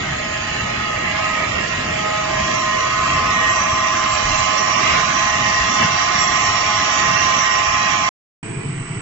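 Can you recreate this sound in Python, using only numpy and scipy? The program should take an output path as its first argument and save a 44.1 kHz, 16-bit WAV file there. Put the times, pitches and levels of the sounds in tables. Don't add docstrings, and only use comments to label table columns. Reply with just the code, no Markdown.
import sys
import numpy as np
from scipy import signal
from scipy.io import wavfile
from scipy.ndimage import uniform_filter1d, map_coordinates

SR = 44100
rng = np.random.default_rng(int(sys.argv[2]) if len(sys.argv) > 2 else 0)


def to_wav(sig):
    pcm = np.clip(np.atleast_2d(sig), -1, 1) * 32767
    pcm = np.round(pcm).astype(np.int16)
    wavfile.write(sys.argv[1], SR, pcm.T)


def natural_amplitude(level_db):
    exponent = np.asarray(level_db, float) / 20
    return 10 ** exponent


N = 397341
TIME = np.arange(N) / SR
HOP = 512
FREQ = np.arange(2 * HOP + 1) * SR / (4 * HOP)
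FRAME_S = np.arange(-(-N // HOP) + 1) * HOP / SR
ROTOR_HZ, KNIVES = 14.977, 14
CUT_S, RESUME_S = 8.0905, 8.4285

# (time [s], distance to the cutter [m], distance to the chute mouth [m])
WALK = [(0, 6.4, 6.5), (1.0, 1.55, 4.9), (2.0, 2.3, 3.1), (2.5, 1.46, 1.6), (3.0, 1.1, 1.93),
        (3.65, 1.09, 1.46), (4.5, 1.17, 1.24), (5.3, 1.11, 1.08), (6.7, 1.06, 0.93), (8.1, 1.01, 1.17)]
# (time [s], main tone turned to the left port [dB])
TURN = [(0, 6.5), (.55, 3), (.9, 9.5), (1.5, -11), (1.8, 0), (2.1, 9.5), (2.8, 4.5), (3.7, 7.5),
        (4.55, -12.5), (5.3, -1), (7.0, 0.5), (7.7, -5), (8.1, -2.5)]


def columns(table, t):
    s, *values = np.transpose(table)
    return np.array([np.interp(t, s, v) for v in values])


def over_hz(hz, points_hz, values):
    place = np.interp(np.log(np.maximum(hz, 1)), np.log(points_hz), np.arange(len(points_hz)))
    low = np.minimum(place.astype(int), len(points_hz) - 2)
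    share = (place - low).reshape((-1,) + (1,) * (np.ndim(values) - 1))
    return np.asarray(values)[low] * (1 - share) + np.asarray(values)[low + 1] * share


def drift(rate, count=1):
    knots = rng.standard_normal((count, 400))
    place = np.minimum(FRAME_S * rate, 399)
    return np.array([map_coordinates(k, [place], order=3) for k in knots])


def patches(rate, band_hz):
    place = np.meshgrid(np.minimum(FREQ / band_hz, 399), FRAME_S * rate, indexing="ij")
    return map_coordinates(rng.standard_normal((400, 400)), place, order=1)


def bump(t, s, half_s):
    return np.exp(-((t - s) / half_s) ** 4)


def rise(s, edge_s):
    return (1 + np.tanh((FRAME_S - s) / edge_s)) / 2


def spectra_of(x):
    return signal.stft(x, nperseg=4 * HOP, noverlap=3 * HOP)[2]


def sound_of(spectra):
    return signal.istft(spectra, nperseg=4 * HOP, noverlap=3 * HOP)[1][:, :N]


def port_table(hz):
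    # (frequency [Hz], likeness [0-1], lead of the right port [rad], left minus right [dB])
    port_rows = [(0, 1, 0, 0), (100, .995, .02, 0), (190, .97, .1, 0), (400, .55, .9, -1),
                 (580, .65, 3.1, -3), (800, .45, 6, -3), (1100, .75, 6.2, -6), (1500, .5, 6.3, -3),
                 (2200, .3, 8.8, -4), (3300, .25, 11.9, -3), (4500, .2, 16.6, -8), (5700, .3, 20.5, -10),
                 (8000, .3, 29.6, -7)]
    return columns(port_rows, hz)


def ports(db, grain, turn_db=0):
    like, lead, pan_db = port_table(FREQ)[:, :, None]
    like = np.clip(like, 0, 1)
    near, other = spectra_of(rng.standard_normal((2, N)) * grain)
    half_db = (pan_db + turn_db) / 2 + (1 - like) * 3.6 * patches(10, 89.8)
    left = near * natural_amplitude(db + half_db)
    mixed = like * np.exp(1j * lead) * near + np.sqrt(1 - like ** 2) * other
    right = mixed * natural_amplitude(db - half_db)
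    return sound_of(np.array([left, right]) * np.sqrt(SR / 2))


def nearness(metres, hall_db):
    near_m = 1
    hall = np.minimum(natural_amplitude(2 * hall_db), 1)
    return 10 * np.log10(hall + (1 - hall) * (near_m / metres) ** 2)


def whine_map(hz):
    whine_hz = [684, 826, 1006, 1270, 2000]
    hall_whine_db = [-4.5, -11, -16, -7.5, -8]
    # (time [s], half length [s], level [dB])
    crests_3rd = [(.3, .35, 5), (1.2, .35, 4), (2.4, .55, 12), (3.3, .15, -4), (4.3, .85, 5.5),
                  (5.65, .12, -9), (6.55, .25, -8), (7.12, .13, 5)]
    crests_4th = [(.05, 0.14, -17), (.9, 0.49, 5), (1.7, 0.18, -4), (2.1, 0.25, 5.5), (2.8, 0.41, -10),
                  (3.2, 0.07, 5)]
    crests_5th = [(.08, .1, -6), (.4, .15, 3), (.9, .22, -8), (1.27, .07, 3), (1.5, .1, -4), (1.95, .1, -4),
                  (3.4, .07, -3.5)]
    crests_6th = [(.2, 0.23, 4), (.8, .28, 6), (1.13, .05, -11), (1.35, 0.13, 7.5), (1.68, .14, -15),
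                  (2.12, 0.14, 8.5), (2.45, 0.18, -7), (3.05, .35, 4.5)]
    crests_7th = [(1.4, .3, 3), (3.0, 0.18, 2), (5.1, .25, 4), (5.8, 0.13, 4), (7.0, .3, 4)]
    crests_9th = [(1.85, 0.25, 3), (2.55, .25, 2), (3.42, 0.1, 8.5), (4.2, .4, -5), (5.9, 0.35, 3.5),
                  (7.0, .15, 3), (7.6, 0.18, 5.5)]
    stroke_crests = {3: crests_3rd, 4: crests_4th, 5: crests_5th, 6: crests_6th, 7: crests_7th, 9: crests_9th}
    crest_width = .013
    cutter_m, chute_m = columns(WALK, FRAME_S)
    levels = [nearness(chute_m if k == 1 else cutter_m, db) for k, db in enumerate(hall_whine_db)]
    levels[2] = levels[2] - 7.5 * (1 - rise(2.36, .05))
    db = over_hz(hz, whine_hz, levels)
    for stroke, rows in stroke_crests.items():
        around = np.exp(-((hz / (stroke * KNIVES * ROTOR_HZ) - 1) / crest_width) ** 2)
        swell_db = sum(crest_db * bump(FRAME_S, s, half_s) for s, half_s, crest_db in rows)
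        db = db + np.outer(around, swell_db)
    return db, columns(TURN, FRAME_S)[0]


def roar_levels():
    cutter_m, chute_m = columns(WALK, FRAME_S)
    rumble = 2 * (1 - rise(3.9, .1))
    clatter = nearness(cutter_m, -4.5)
    hiss = nearness(chute_m, -6.5) - 1.5
    rattle = 1.45 * nearness(chute_m, -15)
    turn_db = .5 + 0.13 * columns(TURN, FRAME_S)[0]
    return rumble, clatter, hiss, rattle, turn_db


def extruder():
    # (frequency [Hz], level [dB per Hz])
    extruder_colour = [(25, -58.5), (70, -73), (110, -45), (150, -44.5), (190, -58.5), (430, -59),
                       (520, -71), (760, -69.5), (1150, -68.5), (1600, -73.5), (2300, -65.5), (3000, -73),
                       (3600, -84.5), (7600, -88), (8000, -75.5), (8280, -83), (8400, -94)]
    # (frequency [Hz], level [dB])
    drive = [(7720, -63), (7790, -52.5), (7833, -55.5), (7860, -50), (7973, -44), (8000, -54.5),
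             (8027, -44), (8053, -58), (8113, -64), (8140, -50)]
    # (time [s], half length [s], level [dB])
    lulls = [
        (8.475, 0.018, -12),
        (8.629, 0.018, -19.5),
        (8.875, 0.021, -9),
    ]
    bearing = (671.5, -53)  # Hz, dB
    surge_db = 1.5 - 3.5 * (FRAME_S - RESUME_S)
    surge_db = surge_db + sum(db * bump(FRAME_S, s, half_s) for s, half_s, db in lulls)
    surge = np.minimum(surge_db, 9) * ((FREQ > 90) & (FREQ < 190))[:, None]
    room_db = 2.4 * patches(8.2, 150.) * (FREQ > 200)[:, None]
    out = ports(over_hz(FREQ, *np.transpose(extruder_colour))[:, None] + surge + room_db, 0.94)
    start = 8 * SR
    time = TIME[start:]
    for hz, db in [*drive, bearing]:
        lead = 0.91 + 0.63 * np.interp(time, FRAME_S, drift(7.0)[0])
        angle = 2 * np.pi * (hz * time + rng.random()) + np.outer([0, 1], lead)
        out[:, start:] += natural_amplitude(db + np.array([[0.5], [6.5]])) * np.sin(angle)
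    return out


def knocks():
    # (time [s], frequency [Hz], level [dB], ring to -60 dB [s])
    thumps = [
        (3.03, 100, -21, .1),
        (3.6, 86, -22, .1),
        (4.13, 70, -22, .1),
        (4.24, 38, -21, .3),
        (4.3, 33, -21, .3),
        (5.6, 62, -19, .2),
        (5.815, 230, -13, 0.06),
        (5.845, 175, -11, .07),
    ]
    out = np.zeros(N)
    for s, hz, db, ring in thumps:
        age = np.maximum(TIME - s, 0)
        decay = np.exp(-np.log(1000) * age / ring)
        onset = np.minimum(age * hz * 2, 1)
        out += natural_amplitude(db) * np.sin(2 * np.pi * hz * age) * decay * onset
    return out


def squeaks():
    # (time [s], length [s], level [dB])
    high_squeaks = [(3.38, .03, -45), (3.53, .04, -41.5), (4.02, .04, -46), (4.128, 0.045, -36.5),
                    (4.238, 0.027, -43.5), (4.376, 0.079, -39), (4.89, .035, -42), (5.505, 0.033, -43),
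                    (6.233, 0.026, -25), (6.371, 0.09, -33.5), (6.757, .03, -43), (6.958, .06, -47),
                    (7.454, 0.13, -45.5), (8.003, .05, -43)]
    low_squeaks = [(3.34, 0.027, -41), (3.53, .03, -45), (3.8, .07, -43), (4.0, 0.054, -42),
                   (4.32, .04, -53), (4.55, 0.045, -44), (5.0, .04, -42), (6.42, .07, -41.5),
                   (6.76, .04, -48), (7.33, 0.11, -43)]
    out = np.zeros((2, N))
    for hz, bursts, pan_db in ((7393, high_squeaks, -3), (6156, low_squeaks, -6)):
        size = natural_amplitude(-52) * rise(3.25, .1)
        size = size + sum(natural_amplitude(db) * np.exp(-((FRAME_S - s) / length) ** 2) for s, length, db in bursts)
        waver, flicker = drift(35, count=2)
        angle = 2 * np.pi * np.cumsum(hz + 6 * np.interp(TIME, FRAME_S, waver)) / SR
        size = np.interp(TIME, FRAME_S, size * natural_amplitude(4.5 * flicker))
        balance = natural_amplitude(np.array([[pan_db], [-pan_db]]) / 2)
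        out += 1.6 * size * balance * np.sin(angle + np.array([[0], [1.2]]))
    return out


def rotor_turns():
    waver = 0.001193 * drift(3)[0] + 0.001517 * drift(14)[0]
    return np.cumsum(ROTOR_HZ * (1 + np.interp(TIME, FRAME_S, waver)) / SR)


def roar(turns):
    # (frequency [Hz], level [dB per Hz])
    roar_colour = [(25, -68.5), (90, -52.5), (200, -56), (400, -62.5), (560, -62.5), (930, -65.5),
                   (1550, -60.5), (2500, -55), (3200, -58), (3700, -62.5), (4400, -65), (5250, -64),
                   (6300, -65), (7400, -62)]
    # (frequency [Hz], width [Hz], level over the roar [dB])
    housing = [(644, 108, 9.5), (840, 32, 8.5), (1027, 136, 10), (1238, 48, 12), (1270, 80, 8),
               (1428, 40, 4.5), (1710, 200, 5), (1884, 60, 10.5), (2038, 160, 6), (2290, 40, 6.5),
               (2710, 32, 7), (2934, 140, 3.5), (4055, 150, 7), (4656, 110, 6.5), (5080, 100, 1.5),
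               (5620, 160, 9.5), (5870, 270, 9), (6600, 320, 3.5)]
    # (time [s], length [s], centre [Hz], width [Hz], level over the roar [dB])
    slides = [
        (1.42, 0.12, 1800, 1600, 3),
        (2.45, .3, 660, 60, 4),
        (4.93, 0.12, 2500, 2600, 6.5),
        (5.15, .12, 1550, 400, 4),
        (5.82, .04, 1800, 2000, 8),
        (6.0, .04, 3500, 3000, 2),
        (6.17, .04, 4200, 1500, 3),
        (7.15, .15, 1550, 400, 4),
        (7.6, .15, 2100, 400, 3),
    ]
    roar_hz = [400, 2600, 4000, 5250, 5480, 5900, 6150]
    rumble, clatter, hiss, rattle, turn_db = roar_levels()
    db = over_hz(FREQ, *np.transpose(roar_colour))[:, None]
    db = db + over_hz(FREQ, roar_hz, [rumble, clatter, hiss, hiss, rattle, rattle, hiss])
    ring = sum((natural_amplitude(2 * d) - 1) / (1 + (2 * (FREQ - hz) / w) ** 2) ** 1.36 for hz, w, d in housing)[:, None]
    drive_db = 0.76 * (whine_map(FREQ)[0] - clatter) * (FREQ < 2200)[:, None]
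    db = db + 10 * np.log10(1 + np.maximum(ring, 0) * natural_amplitude(drive_db) ** 2)
    db = db + 2.4 * patches(3.5, 45.) * (FREQ > 550)[:, None]
    db = db + 1.2 * patches(5, 250.) + 2.58 * patches(16, 119.54) + 0.37 * drift(9)
    for s, length, hz, width, slide_db in slides:
        band = np.exp(-((FREQ - hz) / width) ** 2)
        db = db + slide_db * np.outer(band, np.exp(-((FRAME_S - s) / length) ** 2))
    stroke = 1 + .12 * np.cos(2 * np.pi * KNIVES * turns)
    pellets = natural_amplitude(.7 * rng.exponential(size=N // 64 + 1)).repeat(64)[:N]
    grain = stroke * uniform_filter1d(pellets, size=64)
    grain = grain / np.sqrt(np.mean(grain ** 2))
    chute_band = np.exp(-((FREQ - 5400) / 700) ** 2)
    chute_db = -3.5 * np.outer(chute_band, np.minimum(2 * natural_amplitude(rattle), 1))
    return ports(db - 1.5, grain, np.outer(np.clip(FREQ / 2000 - .2, 0, 1), turn_db) + chute_db)


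def knives(turns):
    orders = [39.3, 42, 43, 44, 45, 46, 48, 49, 50, 55, 56, 57, 69, 70, 71, 75, 76, 77, 78, 83, 84, 85, 98,
              112, 126, 140, 147, 154, 168, 182, 196, 210, 224]
    left_db = [-54.5, -44.5, -41.5, -34.5, -46, -47, -47, -51, -56, -55.5, -30.5, -51.5, -36, -27.5, -44,
               -39, -33, -39, -31, -43.5, -31, -44, -41, -40, -40.5, -38, -50.5, -36.5, -45, -44, -46.5,
               -43.5, -53.5]
    right_db = [-51, -34, -35.5, -38, -43.5, -38.5, -35, -40.5, -47.5, -45, -37.5, -46, -36, -21, -30.5,
                -33, -29, -28.5, -30.5, -45, -33.5, -37.5, -38, -37, -28, -29.5, -45, -34, -34, -35, -53,
                -48, -49]
    hz = ROTOR_HZ * np.array(orders)
    heard_db, turn_db = whine_map(hz)
    uneven = np.array(orders) % KNIVES > 0
    heard_db = heard_db - 5 * np.outer(uneven, 1 - rise(2.75, .15))
    lead = port_table(hz)[1]
    time, turns = TIME[::4], turns[::4]
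    out = np.zeros((2, len(time)))
    for k, order in enumerate(orders):
        angle = 2 * np.pi * (order * turns + rng.random())
        both_db = heard_db[k] + hz[k] / 800 * drift(14)[0]
        wander = (.5 if order in (3 * KNIVES, 5 * KNIVES) else 1.3) * drift(1.209)[0]
        own_db = 2.2 * drift(2.556, count=2) * (1 if order % KNIVES else .5)
        if abs(order - 5 * KNIVES) <= 1:
            own_db = 0.15 * own_db + np.outer([.8, -.2], turn_db)
        left = np.interp(time, FRAME_S, natural_amplitude(left_db[k] + both_db + own_db[0]))
        right = np.interp(time, FRAME_S, natural_amplitude(right_db[k] + both_db + own_db[1]))
        out[0] += left * np.sin(angle)
        out[1] += right * np.sin(angle + lead[k] + np.interp(time, FRAME_S, wander))
    return np.sqrt(2) * signal.resample_poly(out, 4, 1, axis=1)[:, :N]


def band_gate(x, top_hz=7530):
    spectra = spectra_of(np.array([x[0] + x[1], x[0] - x[1]]) / 2)
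    power = np.abs(spectra) ** 2
    band = uniform_filter1d(uniform_filter1d(power, size=5, axis=1), size=2, axis=2)
    log_power = np.log(power + 1e-18)
    masker = np.exp(uniform_filter1d(uniform_filter1d(log_power, size=35, axis=1), size=9, axis=2))
    keep = np.clip((band / (masker * natural_amplitude(2 * -2.2))) ** 3.5, .04, 1)
    dropout = np.clip(5 * (patches(28, 120.) - .95), 0, 1) * (FREQ > 1400)[:, None]
    keep = keep * (1 - .93 * dropout)
    keep[:, FREQ < 490] = 1
    low_pass = np.clip((top_hz - FREQ) / 60, 0, 1)[:, None]
    mid, side = sound_of(spectra * keep * low_pass)
    return np.array([mid + side, mid - side])


def scene():
    turns = rotor_turns()
    hall = band_gate(knives(turns) + roar(turns) + squeaks() + knocks())
    low_pass = signal.ellip(8, .3, 60, 8900, fs=SR, output="sos")
    room = signal.sosfilt(low_pass, extruder())
    fade_out = np.clip((CUT_S - TIME) / .0002, 0, 1)
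    fade_in = np.clip((TIME - RESUME_S) / 0.0013, 0, 1)
    return hall * fade_out + room * fade_in


def top_cut(x):
    return signal.sosfilt(signal.butter(12, 8430, fs=SR, output="sos"), x)


def record(dry):
    loudness = uniform_filter1d(np.abs(dry), size=96, axis=1)
    squeeze = 0.14 * np.minimum(np.abs(loudness) / 0.39, 1) ** 2
    return top_cut(dry * (1 - squeeze))


dry = scene()
out = record(dry)
to_wav(out)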